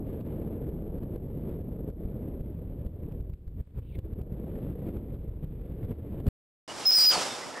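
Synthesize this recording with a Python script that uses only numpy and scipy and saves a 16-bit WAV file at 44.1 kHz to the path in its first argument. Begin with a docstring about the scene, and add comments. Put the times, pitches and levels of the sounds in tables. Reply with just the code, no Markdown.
"""Wind buffets a hand-held microphone on a grassy hillside: gusts build, break with a push and leave lulls.
Near 4 s a foam model plane is picked up with a faint rustle. At 6.3 s the wind ends on a thump.
After a short silence a model glider rushes past very close, its edge-tone whistle overloading the
microphone at 7.1 s. Its hollow whoosh sinks away and its wake fades into a steady roar of air."""
import sys
import numpy as np
from scipy import signal
from scipy.fft import rfft, irfft
from scipy.io import wavfile
from scipy.ndimage import uniform_filter1d, map_coordinates

SR = 44100
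rng = np.random.default_rng(int(sys.argv[2]) if len(sys.argv) > 2 else 0)


def wav_out(sig):
    """Save sig, one row per channel (or a flat mono array), as 16-bit PCM at SR to the path in sys.argv[1]."""
    wavfile.write(sys.argv[1], SR, np.round(np.clip(np.atleast_2d(sig).T, -1, 1) * 32767).astype(np.int16))


N = 335160
TIME, FREQS = np.arange(N) / SR, np.fft.rfftfreq(N, 1 / SR)


def glider():
    """The pass overloads the microphone: the whistle flattens and gains a third harmonic."""
    left, right = rush() + whoosh() + moans() + whistle()
    lag_s = 4e-6 + 8e-6 * bell(7.07, 0.19)  # the sound reaches the right port first
    left = amp(-1.36) * map_coordinates(left, [(TIME - lag_s) * SR], order=3, mode="nearest")
    ceiling = amp(-17)
    return ceiling * np.tanh(np.array([left, right]) * amp(0.5) / ceiling)


# Edge tone. Each row: time in seconds, pitch in Hz, ragged share of the power from 0 to 1.
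EDGE_TONE = [(6.85, 5115, 0.5), (6.882, 5136, 0.13), (6.905, 5062, 0.75), (6.96, 4890, 0.98),
             (7.005, 4814, 0.52), (7.045, 4890, 0.91), (7.083, 5010, 0.05), (7.103, 4790, 0.4),
             (7.13, 4790, .65), (7.148, 4484, 0.1), (7.175, 4360, .9)]
# Brief catches in the tone. Each row: centre in seconds, depth in dB, width in seconds.
TONE_CATCHES = [(6.914, 10, 0.0036), (7.126, 9, 0.0048)]

def whistle():
    """An edge tone beats against ragged side tones and swells as the glider nears; a thin shriek joins."""
    start_s, release_s, attack_s = 6.851, 7.088, 0.017
    start_db, swell_db_per_s, release_db_per_s = -16, 34, 350
    hz, ragged = curves(EDGE_TONE)
    held_s = np.clip(TIME, start_s, release_s) - start_s
    level_db = start_db + swell_db_per_s * held_s - release_db_per_s * np.maximum(TIME - release_s, 0)
    level_db -= sum(depth_db * bell(s, width_s) for s, depth_db, width_s in TONE_CATCHES)
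    envelope = np.minimum(held_s / attack_s, 1) * amp(level_db)
    clean = np.sqrt(2) * np.sin(2 * np.pi * np.cumsum(hz + 18 * wander(rate_hz=140)) / SR)
    drift_hz = 0.27 * (hz - hz[0])
    lower = amp(-4.5) * resonance(5105 + drift_hz, width_hz=136, spread=0.11)
    upper = amp(-8) * resonance(5335 + drift_hz, width_hz=200, spread=0.12)
    skirt = amp(-15.5) * resonance(5290 + drift_hz, width_hz=560, spread=0.28)
    shriek = amp(-32) * bell(7.003, 0.062) * resonance(hz * 1.79, width_hz=1100, spread=0.35)
    tone = clean * np.sqrt(1 - ragged) + (lower + upper + skirt) * np.sqrt(ragged)
    return tone * envelope + shriek * amp(3.4 * wander(rate_hz=97))


# Spectra of wing swish, wake roar and port eddies. Each row: frequency in Hz, level in dB.
SWISH_SPECTRUM = [(800, -13), (2000, -5.5), (3000, -1), (4100, -3), (5200, 2.5), (6300, -4), (7500, -3.5),
                  (9500, -9), (10300, -13), (11500, -15.5), (13300, -29), (14200, -50)]
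ROAR_SPECTRUM = [(30, -32), (90, -12), (180, -5), (350, -0.5), (750, 1.5), (1300, -2.5), (1800, -9),
                 (2400, -10), (5000, -46)]
EDDY_SPECTRUM = [(20, -16), (60, -10), (130, 1), (350, -0.5), (600, -4), (1200, -39)]
# Stereo image of swish and roar. Each row: frequency in Hz, left-right correlation.
RUSH_CORRELATION = [(30, -0.56), (150, 0.76), (400, 0.88), (1000, 0.83), (2400, 0.9), (6000, 0.88),
                    (9000, 0.73), (15000, 0.47)]
# Eddies at the microphone ports. Each row: centre in seconds, level in dB, width in seconds.
EDDY_BURSTS = [(6.852, -50, 0.24), (7.178, -36, 0.0043), (7.48, -48, .04)]

def rush():
    """Air over the wings swishes louder with nearness; the wake roars behind and eddies shake the ports."""
    pass_s, near_s, pass_db, fall_db_per_decade = 7.097, 0.12, -28.5, 33
    wake_s, rise_s, decay_s, wake_db, air_db = 7.16, 0.1, 0.16, -32, -42
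    distance = np.hypot(1, (TIME - pass_s) / near_s)  # 1 at the closest point
    swish_gain = amp(pass_db - fall_db_per_decade * np.log10(distance))
    wake = np.exp(-np.maximum((wake_s - TIME) / rise_s, (TIME - wake_s) / decay_s))
    roar_gain = np.hypot(amp(air_db), amp(wake_db) * wake)
    correlation, churn = at_freqs(RUSH_CORRELATION), wander(rate_hz=61)
    eddy_gain = sum(amp(db) * bell(s, width_s) for s, db, width_s in EDDY_BURSTS)
    eddies = noise(EDDY_SPECTRUM, correlation=0.22) * eddy_gain
    roar = noise(ROAR_SPECTRUM, correlation) * roar_gain * amp(1.25 * churn)
    swish = noise(SWISH_SPECTRUM, correlation) * swish_gain * amp(0.99 * churn)
    return roar + swish + eddies


# Wing resonance. Each row: time in seconds, pitch in Hz, level in dB.
WHOOSH_GLIDE = [(7.084, 1599, -54), (7.11, 1460, -35.5), (7.135, 1260, -31.5), (7.16, 902, -29.5),
                (7.18, 542, -34), (7.2, 498, -65), (7.3, 450, -71)]

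def whoosh():
    """A hollow resonance falls in pitch as the wing goes by; a higher one joins it briefly."""
    hz, level_db = curves(WHOOSH_GLIDE)
    hollow = resonance(hz, width_hz=420, spread=0.085)
    upper = resonance(hz * 2.3, width_hz=280, spread=0.2) * amp(1) * bell(7.12, 0.022)
    return (hollow + upper) * amp(level_db) * gate(WHOOSH_GLIDE[0][0], WHOOSH_GLIDE[-1][0])


# Faint moans in the rush. Each row: centre in seconds, pitch in Hz, level in dB, width in seconds.
MOAN_SWELLS = [(6.70, 2900, -46.5, 0.023), (6.842, 2800, -47, 0.015), (7.32, 3600, -44, 0.039),
               (7.431, 1960, -45.5, 0.018), (7.577, 1820, -43.5, .035)]

def moans():
    """Each moan swells and fades in one narrow resonance."""
    centre_s, hz, level_db, width_s = np.transpose(MOAN_SWELLS)
    nearest = abs(TIME[:, None] - centre_s).argmin(1)
    swell = amp(level_db[nearest]) * bell(centre_s[nearest], width_s[nearest])
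    return swell * resonance(hz[nearest], width_hz=150, spread=0.13)


# Spectra of the three wind layers. Each row: frequency in Hz, level in dB.
RUMBLE_SPECTRUM = [(10, -13.5), (25, -2), (45, 2.5), (90, 1.5), (150, -4.5), (230, -15), (400, -28.5),
                   (900, -81)]
FLUTTER_SPECTRUM = [(60, -35.5), (140, 3), (220, 1.5), (330, -1.5), (460, -3.5), (570, -9.5), (720, -20),
                    (1000, -30), (1600, -42), (4000, -78.5)]
HISS_SPECTRUM = [(400, -11.5), (900, 9.5), (1400, 2.5), (2200, 0.5), (3600, -5.5), (4200, -15.5),
                 (5000, -17.5), (6100, -39), (7500, -19), (9500, -14.5), (11000, -20.5), (15000, -29)]
# Slow wind strength before gusts. Each row: time in seconds, flutter in dB, hiss in dB.
WIND_LEVELS = [(0.0, -38, -77), (0.1, -38, -65), (0.38, -36.5, -65.5), (0.78, -38.5, -71.5),
               (1.3, -41.5, -71.5), (1.53, -36.5, -66), (1.7, -40, -73), (2.25, -38.5, -70),
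               (2.6, -45, -74), (3.1, -41.5, -71), (3.42, -52.5, -86), (3.7, -55.5, -73.5),
               (3.95, -49.5, -75), (4.25, -40, -71.5), (4.55, -38.5, -65.5), (4.88, -36.5, -65.5),
               (5.35, -49, -74), (5.9, -43, -68), (6.25, -38.5, -67)]

def wind():
    """Turbulence at the microphone: the same gusts and eddies shake rumble, flutter and, most, hiss."""
    calm_db, even_db = -53.5, -45.5  # flutter below these: the rumble dies, the wind grows patchier
    flutter_db, hiss_db = curves(WIND_LEVELS)
    gust_db = gusts_db()
    flutter_db += gust_db
    hiss_db += 1.1 * gust_db
    rumble_db = -38 + 0.48 * gust_db - 0.84 * np.maximum(calm_db - flutter_db, 0)
    patchiness = np.clip(0.5 + 0.042 * (even_db - flutter_db), 0.5, 1.4)
    eddies = patchiness * unit(0.45 * wander(rate_hz=26) + wander(rate_hz=55) + 0.89 * wander(rate_hz=243))
    rumble = steadied(noise(RUMBLE_SPECTRUM) * amp(1.3 * eddies))
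    flutter = steadied(noise(FLUTTER_SPECTRUM) * amp(2.8 * eddies))
    tearing_db = 2.3 * abs(rumble[0])  # air tears off hardest on the pressure peaks
    hiss = steadied(noise(HISS_SPECTRUM) * amp(3.8 * eddies + tearing_db))
    return rumble * amp(rumble_db) + flutter * amp(flutter_db) + hiss * amp(hiss_db)


# Gusts breaking on the microphone. Each row: time in seconds, push in dB, crackle in dB,
# build-up in dB (none if negative), lull depth in dB, lull length in seconds.
GUSTS = [(0.21,-34,-57.5,-4,7,0.037), (0.69,-37,-64,4.5,1,0.064), (0.985,-29.5,-61,2.5,5,0.025),
         (1.033,-31,-58,4,2,0.048), (1.162,-39,-59,7,7,0.049), (1.502,-39,-65,3.5,1.5,0.14),
         (1.612,-34,-67.5,1,6,0.041), (1.902,-35,-61,2.5,10,0.089), (2.058,-30,-69,1.5,1,0.14),
         (2.41,-32,-66,-3.5,8,0.026), (2.865,-30,-59,2,7,0.13), (3.123,-41,-60,1,0.5,0.07),
         (3.207,-28,-62.5,1,4,0.079), (3.3,-27,-62,1.5,8.5,0.2), (3.337,-29,-62.5,6.5,3.5,0.051),
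         (3.478,-28.5,-63,1,0.5,0.068), (3.606,-28,-61,13,10,0.15), (3.792,-33.5,-64,15.5,4,0.19),
         (3.99,-28,-52.5,9.5,11,0.042), (4.136,-28,-62,1,9,0.03), (4.217,-30,-57,-2,8.5,0.1),
         (4.326,-29.5,-61,0,1,0.18), (4.704,-29,-65,3,4.5,0.11), (4.889,-35,-62,3,3.5,0.046),
         (4.969,-27.5,-57,3,3.5,0.12), (5.144,-32.5,-63,2.5,2,0.14), (5.293,-33,-64,4,1,0.11),
         (5.445,-33,-65,6.5,2,0.06), (5.848,-26.5,-62,6.5,2.5,0.027), (5.921,-33,-68,8,5,0.14),
         (6.202,-44,-62.5,6,6.5,0.059), (6.28,-35,-63,9,0,0.05)]

def gusts_db():
    """Each gust builds up, collapses just after it breaks, and leaves a lull."""
    build_s, collapse_s, lag_s = 0.028, 0.0069, 0.0064
    t = np.arange(0, N / SR, 0.001)
    level_db = np.zeros(len(t))
    for break_s, _, _, build_db, lull_db, lull_s in GUSTS:
        age_s = t - break_s
        broken = 0.5 + 0.5 * np.tanh((age_s - lag_s) / collapse_s)
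        level_db += (1 - broken) * max(build_db, 0) * np.exp(-(age_s / build_s) ** 2)
        level_db -= broken * lull_db * np.exp(-(age_s / lull_s) ** 4)
    return np.interp(TIME, t, level_db)


# Knocks of air that end the wind. Each row: time in seconds, push in dB, width in seconds, crackle in dB.
AIR_THUMPS = [(6.2692, -20, 0.0009, -44.5), (6.2805, -15.5, 0.0022, -49), (6.2865, -26, 0.0012, -48)]

def pushes():
    """A breaking gust or a thump pushes and then pulls on the diaphragm, with a crackle."""
    typical_width_s, crackle_decay_s = 0.0029, 0.002
    breaks = [(s, push_db, typical_width_s * np.exp(0.29 * rng.standard_normal()), crackle_db)
              for s, push_db, crackle_db, *_ in GUSTS]
    pressure, crackle_gain = np.zeros((2, N))
    for s, push_db, width_s, crackle_db in breaks + list(AIR_THUMPS):
        near = slice(max(int((s - 0.04) * SR), 0), int((s + 0.04) * SR))
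        age_s = TIME[near] - s
        u = age_s / width_s
        pressure[near] -= amp(push_db) * u * np.exp((1 - u ** 2) / 2)
        crackle_gain[near] += amp(crackle_db) * np.exp(-abs(age_s) / crackle_decay_s)
    return pressure + crackle_gain * crackle()


# Crackle spectrum. Each row: frequency in Hz, level in dB.
CRACKLE_SPECTRUM = [(400, -10), (1100, 5.5), (2500, -2), (4500, -9), (6100, -22.5), (7500, -12.5),
                    (10000, -16.5), (15500, -30.5)]

def crackle():
    """The bright noise of air breaking on the microphone."""
    return noise(CRACKLE_SPECTRUM, correlation=0.8)


# Hand gripping the plane. Each row: time in seconds, level in dB, squeak pitch in Hz.
GRIP = [(3.78, -110, 3100), (3.84, -78, 3000), (3.89, -72, 2920), (3.92, -71, 2500), (3.948, -68, 2270),
        (3.957, -62, 2120), (3.966, -76, 2100), (4.0, -110, 2100)]
# Foam friction spectrum. Each row: frequency in Hz, level in dB.
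FOAM_SPECTRUM = [(1200, -24), (2000, -7.5), (2400, 2.5), (3000, -1), (3700, -1), (4300, -14), (6100, -33.5)]

def rustle():
    """Foam rubs in small, uneven slips; a falling squeak takes over as the grip tightens."""
    level_db, hz = curves(GRIP)
    squeak = resonance(hz, width_hz=220, spread=0.12) * amp(-7 + 7.6 * bell(3.955, 0.034))
    friction = noise(FOAM_SPECTRUM, correlation=0.9) * amp(-2.5)
    slips_db = 2.2 * wander(rate_hz=140)
    return (friction + squeak) * amp(level_db + slips_db)


# Grass spectrum. Each row: frequency in Hz, level in dB.
GRASS_SPECTRUM = [(200, -3.5), (900, 0), (3500, -7.5), (6100, -21), (8000, -13), (15000, -22)]

def grass():
    """A faint, wide hiss of wind in the grass."""
    return amp(-80) * noise(GRASS_SPECTRUM, correlation=0.091)


def converter_fizz(x, mirrors_hz=(12000, 8000)):
    """A coarse converter mirrors the slope of the sound around two high frequencies."""
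    upper, lower = np.cos(2 * np.pi * np.outer(mirrors_hz, TIME))
    return np.gradient(x, axis=1) * (amp(0.5) * upper + amp(-20.5) * lower)


def noise(spectrum, correlation=1.0):
    """Stereo noise of rms 1 with a given spectrum and left-right correlation."""
    mid, side = rfft(rng.standard_normal((2, N)))
    mid, side = mid * np.sqrt(1 + correlation), side * np.sqrt(1 - correlation)
    return unit(irfft(np.array([mid + side, mid - side]) * amp(at_freqs(spectrum)), N))


def resonance(hz, width_hz, spread):
    """Turbulence in a narrow band that follows a pitch curve; spread is the side-to-mid ratio."""
    bins = np.arange(-N // 16, N // 16)
    mid, side = rng.standard_normal((2, len(bins))) + 1j * rng.standard_normal((2, len(bins)))
    band = np.exp(-(bins * SR / N / width_hz) ** 2)
    spectrum = np.zeros((2, N), complex)
    spectrum[:, bins] = np.array([mid + spread * side, mid - spread * side]) * band
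    carrier = np.exp(2j * np.pi * np.cumsum(hz) / SR)
    return unit((np.fft.ifft(spectrum) * carrier).real)


def wander(rate_hz):
    """Smooth random motion of rms 1, rolling off above rate_hz."""
    return unit(irfft(rfft(rng.standard_normal(N)) * np.exp(-(FREQS / rate_hz) ** 2), N))


def steadied(x, window_samples=4400):
    """Keeps the fast texture and holds the slow level at 1."""
    power = uniform_filter1d((x ** 2).mean(0), window_samples)
    return x / np.sqrt(uniform_filter1d(power, window_samples // 2) + 1e-12)


def curves(rows):
    """Each value column of a timed table, at every sample."""
    times_s, *columns = np.transpose(rows)
    return [np.interp(TIME, times_s, column) for column in columns]


def at_freqs(points):
    """Interpolates (Hz, value) points on a log-frequency axis."""
    hz, value = np.transpose(points)
    return np.interp(np.log(FREQS + 1), np.log(hz), value)


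def bell(centre_s, width_s):
    """Gaussian swell of height 1."""
    return np.exp(-((TIME - centre_s) / width_s) ** 2)


def gate(start_s, end_s):
    """Gate with 1 ms edges."""
    return uniform_filter1d(((TIME >= start_s) & (TIME < end_s)) * 1.0, SR // 1000)


def amp(db):
    """Decibels to gain."""
    return 10 ** (np.asarray(db) / 20)


def unit(x):
    """Scales to rms 1."""
    return x / np.sqrt(np.mean(x ** 2) + 1e-20)


def scene():
    """The windy hillside, a silence, then the glider."""
    wind_end_s, glider_start_s = 6.288, 6.678
    hillside = (wind() + grass() + pushes() + rustle()) * gate(0, wind_end_s)
    return hillside + converter_fizz(hillside) + glider() * gate(glider_start_s, np.inf)


def record(dry):
    """The recorder's steep band limit."""
    cutoff_hz = 15780
    lowpass = signal.firwin(511, cutoff_hz, window=("kaiser", 9), fs=SR)
    return signal.oaconvolve(dry, lowpass[None], "same")


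dry = scene()
out = record(dry)
wav_out(out)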